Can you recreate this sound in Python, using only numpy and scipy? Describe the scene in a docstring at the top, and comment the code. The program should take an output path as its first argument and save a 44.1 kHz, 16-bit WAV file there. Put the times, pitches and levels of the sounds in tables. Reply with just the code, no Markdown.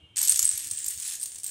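"""Dominoes toppling on marble

A spiral of small wooden dominoes falls on a marble floor, heard from a phone above it in a quiet, hard
room. Each knock is a bright crack with quick rebounds that rings the short modes of the block; lighter
contacts patter densely between the knocks. Soft thumps, low rumble, hiss and a faint whine lie behind."""
import sys
import numpy as np
from scipy import signal
from scipy.fft import rfft, irfft
from scipy.io import wavfile
from scipy.ndimage import uniform_filter1d

SR = 44100
rng = np.random.default_rng(int(sys.argv[2]) if len(sys.argv) > 2 else 0)


def digitize_waveform(pressure):
    """Quantize a signal to 16-bit integers and store it at the path in sys.argv[1].

    Rows of a 2-D input are taken as channels; values are limited to [-1, 1].
    """
    field = np.atleast_2d(pressure).T
    bounded = np.clip(field, -1, 1)
    quanta = np.round(bounded * 32767).astype(np.int16)
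    wavfile.write(sys.argv[1], SR, quanta)


N = 66150  # 1.5 s


def knocks(hits=4, gap_s=0.0013):
    """Block strikes block: one hit, then quick rebounds, each slightly off pitch."""
    # knocks (time [s], level [dB], body ring [Hz], upper ring [dB re level], crack [dB re level])
    strikes = [(0.16, -41, 7600, -21, 4), (0.1689, -12, 8350, -26, 2), (0.1796, -20.5, 8800, -24, 12.5),
               (0.1898, -10, 8040, -19, 0.5), (0.1974, -30, 8850, -3, 2), (0.2148, -15, 8360, -3.5, 8.5),
               (0.2254, -36, 8100, -19, 14.5), (0.2291, -15.5, 8200, 3.5, 6.5), (0.236, -19.5, 8500, -3, 6),
               (0.2509, -22, 8400, 6, 11.5), (0.2755, -18, 8750, 1, 10), (0.2825, -12.5, 7800, -21, 9),
               (0.2947, 1.5, 8704, -16.5, -4.5), (0.3028, -22, 8140, -9, 13), (0.3116, -18, 9100, -6, 4.5),
               (0.3132, -23.5, 8160, 4, 6), (0.322, -13.5, 7930, -23, 11), (0.3322, -19, 9900, -22, -2),
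               (0.3597, -14.5, 8040, -20, 8), (0.3725, -16.5, 6700, -3, -0.5), (0.393, -7, 7220, -5, 8.5),
               (0.4278, -10.5, 7500, -6, 7), (0.445, -18.5, 9400, 7, 0), (0.453, -2.5, 8110, -23, -10),
               (0.4647, -14.5, 9300, -13, -5), (0.4762, -10.5, 8140, -24, -14), (0.491, -6, 8190, -22, -28),
               (0.5137, -30.5, 8250, -6, 16), (0.5324, -43, 8200, -6, -12), (0.557, -30, 8700, -10, 0),
               (0.576, -26.5, 8860, 5, 13), (0.644, -28.5, 8760, -3, 11), (0.6716, -25.5, 8370, -6, 5.5),
               (0.7119, -14.5, 8720, -34, 2), (0.7337, -26, 8100, -21, 5), (0.773, -17.5, 8330, -17, -11),
               (0.7879, -22, 8760, -23, 3.5), (0.8433, -15.5, 7700, -12, -1),
               (0.8632, -20, 7600, -1.5, 5.5), (0.882, -12, 9030, -11, 0), (0.898, -27, 8700, -16, 5),
               (0.9052, -20, 9230, -6, -4), (0.934, -35, 8200, -10, 7.5), (0.976, -28, 6800, -12, 5),
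               (0.9999, -27.5, 8660, -7, 9.5), (1.0229, -35, 9700, -9, 18), (1.0777, -29.5, 8230, 7, 14.5),
               (1.0992, -28, 9100, 4, 6), (1.122, -33, 6950, 8, 11), (1.1338, -25, 8640, -6, 4),
               (1.153, -31, 6800, 0.5, 12), (1.1985, -24.5, 8590, -20, -1.5),
               (1.2129, -20.5, 8190, -12, -0.5), (1.2219, -24, 8730, -10, 4.5),
               (1.23, -13.5, 8870, -30, -4.5), (1.2357, -21.5, 9370, -9, 4.5), (1.258, -23, 9030, -8, 8.5),
               (1.3249, -32, 8930, -16, -7), (1.346, -27, 8460, -29, 2), (1.3575, -33, 7540, -22, 12),
               (1.384, -31, 9590, -30, 8), (1.399, -40, 8200, -18, 14.5), (1.4336, -21.5, 8570, -25, 0.5),
               (1.4426, -17, 8560, -11, 1), (1.464, -24.5, 8260, -7, 8), (1.4781, -26.5, 8270, -7, 6),
               (1.495, -29, 8450, -12, -3)]
    at, db, body_hz, upper_db, crack_db = np.repeat(np.array(strikes, float), hits, axis=0).T
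    timing, loss, detune = rng.random((len(at), 3)).T
    bounce = np.arange(len(at)) % hits
    rebound = bounce > 0
    at = at + gap_s * bounce * (0.9 + 0.25 * timing)
    rebound_db = np.minimum(-10.5 - 0.2358 * db, 3) - 4 * loss  # light knocks rebound more, and blur
    db = db + rebound * rebound_db
    body_hz = body_hz * (1 + 0.074 * rebound * (detune - 0.5))
    crack_db = crack_db + 2 * (bounce == 1)  # the first rebound cracks harder than the later ones
    return contacts(at, db, body_hz, upper_db, crack_db, bass_cut=0.85)


def patter(start_s=0.157, per_second=1600):
    """Dense light contacts between the knocks, pitched by the run of blocks that is falling."""
    # course of the patter (time [s], level [dB], crack [dB re level])
    course = [(0.158, -53, 19.5), (0.2, -35, 9), (0.33, -41, 9.5), (0.49, -40, 8.5), (0.6, -43, 7.5),
              (0.74, -40, 1), (0.88, -34.5, -1), (0.97, -45.5, 7), (1.12, -40.5, 9), (1.19, -53, 9),
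              (1.26, -48.5, 6.5), (1.426, -54, 4.5), (1.446, -47, 4.5), (1.5, -40, 4.5)]
    times, levels, cracks = np.array(course, float).T
    span_s = N / SR - start_s
    at = start_s + span_s * rng.random(int(per_second * span_s))
    detune, crack_scatter, upper_scatter, level_scatter = rng.standard_normal((len(at), 4)).T
    _, body_hz, _, upper_db, _, _ = falling_run(at)
    db = np.interp(at, times, levels) + 4.5 * np.clip(level_scatter, -2, 2)
    crack_db = np.interp(at, times, cracks) + 4 * crack_scatter
    body_hz = body_hz * (1 + 0.0765 * detune)
    return contacts(at, db, body_hz, upper_db + 4 * upper_scatter, crack_db, bass_cut=0.0047)


def falling_run(at):
    """The ring settings of the run of alike blocks falling at each moment, column by column."""
    # runs (start [s], body ring [Hz], upper ring [Hz], upper ring in the patter [dB re body],
    #       top ring [Hz], top ring [dB re crack])
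    runs = [(0.15, 8540, 13100, -16.5, 14700, -23), (0.225, 8530, 11360, -23, 15100, -25.5),
            (0.431, 8500, 10820, -16, 15600, -25), (0.55, 8500, 11350, -6, 15700, -26),
            (0.63, 8570, 11120, -14, 15400, -22), (0.721, 8170, 9770, -22, 15000, -20),
            (0.85, 8230, 12400, -12, 15400, -20), (0.99, 8430, 10130, -2, 14350, -19),
            (1.102, 8560, 10240, -13, 13050, -17), (1.19, 8880, 13200, -12, 15500, -24),
            (1.31, 8780, 13100, -28, 15500, -24), (1.43, 8200, 12930, -14, 15100, -19)]
    runs = np.array(runs, float)
    return runs[np.clip(np.searchsorted(runs[:, 0], at) - 1, 0, None)].T


def contacts(at, db, body_hz, upper_db, crack_db, bass_cut):
    """Each contact cracks and rings the block: three high modes and a faint hollow note of the wood."""
    noise = rng.standard_normal((len(at), 258))  # per contact: two detunings, then the crack's grain
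    _, _, upper_hz, _, top_hz, top_db = falling_run(at)
    crack_level = db + crack_db
    crack = cracks(at, crack_level, noise[:, 2:], bass_cut)
    body = rings(at, body_hz, db, t60_s=0.0088)
    upper = rings(at, upper_hz * (1 + 0.014 * noise[:, 0]), db + upper_db, t60_s=0.0095)
    top = rings(at, top_hz * (1 + 0.028 * noise[:, 1]), crack_level + top_db, t60_s=0.0095)
    hollow = rings(at, 1124.5 * np.exp(0.1536 * noise[:, 1]), crack_level - 47, t60_s=0.028)
    return crack + body + upper + top + hollow


def cracks(at, db, noise, bass_cut, t60_s=0.0044, attack_s=0.0012, full_snap_db=-8):
    """The impact itself, a brief burst of noise: hard ones open with a snap, light ones swell in."""
    # spectrum of a crack (frequency [Hz], level [dB])
    spectrum = [(290, -56), (500, -67.5), (1200, -33.5), (1730, -19), (2090, -20), (5190, -13), (8250, -7),
                (10100, -19.5), (13200, -27.5), (15800, -37)]
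    t = np.arange(noise.shape[1]) / SR
    hardness = undb(np.minimum(db - full_snap_db, 0) / 2)
    swell = 1 - (1 - hardness[:, None]) * np.exp(-t / attack_s)
    grain = noise * decay(t, t60_s) * swell
    grain[:, 0] = 5.3 * hardness ** 2 * np.sign(grain[:, 0])  # the snap
    grain /= np.sqrt(np.sum(grain ** 2, axis=1, keepdims=True))
    bursts = place(at, undb(db)[:, None] * grain)
    return signal.lfilter([1, -bass_cut], [1], colour(bursts, spectrum))


def rings(at, hz, db, t60_s, attack_s=0.0012):
    """One mode of the block: a fading sine from each contact."""
    t = np.arange(1200) / SR
    envelope = 2 * decay(t, t60_s) * (1 - np.exp(-t / attack_s))
    return place(at, undb(db)[:, None] * envelope * np.sin(2 * np.pi * hz[:, None] * t))


def reverb(direct, t60_s=0.37, build_s=0.0011):
    """The hard room answers with a short, diffuse tail."""
    t = np.arange(SR // 3) / SR
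    tail = rng.standard_normal(len(t)) * decay(t, t60_s) * (1 - np.exp(-t / build_s))
    return signal.fftconvolve(direct, tail / np.sqrt(np.sum(tail ** 2)))[:N]


def thumps(half_length_s=0.014):
    """Soft, dull thumps, deep or hollow: each a brief swell of a tone and its octave."""
    # thumps (centre time [s], level [dB], pitch [Hz])
    swells = [(0.04, -51.5, 80), (.112, -56, 92), (.35, -52.5, 65), (.44, -48, 72), (.545, -50.5, 75),
              (0.669, -53, 80), (0.724, -48.5, 95), (.875, -54.5, 62), (0.976, -51, 80), (0.216, -49, 920),
              (.32, -62.5, 308), (.39, -62, 480), (.44, -64, 300), (.872, -64, 311.5)]
    t = np.arange(N) / SR
    out = np.zeros(N)
    for at, db, hz in swells:
        phase = 2 * np.pi * rng.random(2)
        tone = np.sin(2 * np.pi * hz * t + phase[0]) + 0.39 * np.sin(4 * np.pi * hz * t + phase[1])
        out += undb(db) * np.exp(-((t - at) / half_length_s) ** 2) * tone
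    return out


def room_tone(whine_fade_db_per_s=8.5):
    """The quiet room: soft hiss, low rumble and a whine of narrow tones that waver and fade."""
    # spectrum of the hiss (frequency [Hz], level [dB])
    spectrum = [(76, -47), (130, -7), (309, -7.5), (481, -10), (2050, -20.5), (2220, -14.5), (3200, -7.5),
                (4680, -30), (9100, -26.5), (16000, -51)]
    # tones of the whine (frequency [Hz], width [Hz], level before wavering and fading [dB])
    whine = [(2260, 49, -74.5), (2846, 26, -66), (3144, 62, -63.5), (309.3, 22, -72)]
    t = np.arange(N) / SR
    f = np.maximum(np.arange(N // 2 + 1) * SR / N, 1)
    hiss = shaped_noise(undb(spectrum_db(f, spectrum)))
    rumble = noise_band(f, hz=95, width_hz=40)
    out = undb(-65) * hiss + undb(-67) * rumble
    for hz, width_hz, db in whine:
        waver_db = 3.1 * wander(rate_hz=11.52)
        out += undb(db - whine_fade_db_per_s * t + waver_db) * noise_band(f, hz, width_hz)
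    return out


def noise_band(f, hz, width_hz):
    """A bell-shaped band of noise on the frequency grid f."""
    return shaped_noise(np.exp(-((f - hz) / width_hz) ** 2))


def shaped_noise(gains):
    """Noise with the given spectrum, at rms 1."""
    x = irfft(rfft(rng.standard_normal(N)) * gains, N)
    return x / np.sqrt(np.mean(x ** 2))


def wander(rate_hz):
    """Smooth random drift, spread near 1."""
    hold = int(SR / rate_hz)
    steps = np.repeat(rng.standard_normal(N // hold + 1), hold)
    return np.sqrt(2) * uniform_filter1d(uniform_filter1d(steps, hold), hold)[:N]


def colour(x, spectrum):
    """Minimum-phase filter through (Hz, dB) points; its impulse response peaks at 1."""
    f = np.maximum(np.arange(1025) * SR / 2048, 1)
    cepstrum = irfft(spectrum_db(f, spectrum) * np.log(10) / 20)
    cepstrum[1:1024] *= 2
    cepstrum[1025:] = 0
    impulse = irfft(np.exp(rfft(cepstrum)))
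    return signal.fftconvolve(x, impulse / np.abs(impulse).max())[:N]


def spectrum_db(f, points):
    """Join (Hz, dB) points over log frequency."""
    hz, db = np.array(points, float).T
    return np.interp(np.log(f), np.log(hz), db)


def place(at, waves):
    """Sum short waves at their moments."""
    where = (at * SR).astype(int)[:, None] + np.arange(waves.shape[1])
    return np.bincount(where.ravel(), waves.ravel(), N + SR)[:N]


def decay(t, t60_s):
    """A fade of 60 dB in t60_s."""
    return np.exp(-np.log(1000) * t / t60_s)


def undb(db):
    """dB to gain."""
    return 10 ** (np.asarray(db) / 20)


def scene():
    """The dominoes, the room's answer and the background at the microphone, in mono."""
    dominoes = knocks() + patter()
    return (dominoes + undb(-5.5) * reverb(dominoes) + room_tone() + thumps())[None]


def record(dry, ceiling=1.15, roll_off_hz=15760, cut_hz=16700):
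    """The loudest cracks are gently rounded, then the top of the treble is rolled off and cut."""
    rounded = dry / (1 + (dry / ceiling) ** 4) ** 0.25
    rolled = signal.sosfilt(signal.ellip(6, 0.5, 28, roll_off_hz, fs=SR, output="sos"), rounded)
    return signal.sosfilt(signal.ellip(10, 0.2, 80, cut_hz, fs=SR, output="sos"), rolled)


dry = scene()
out = record(dry)
digitize_waveform(out)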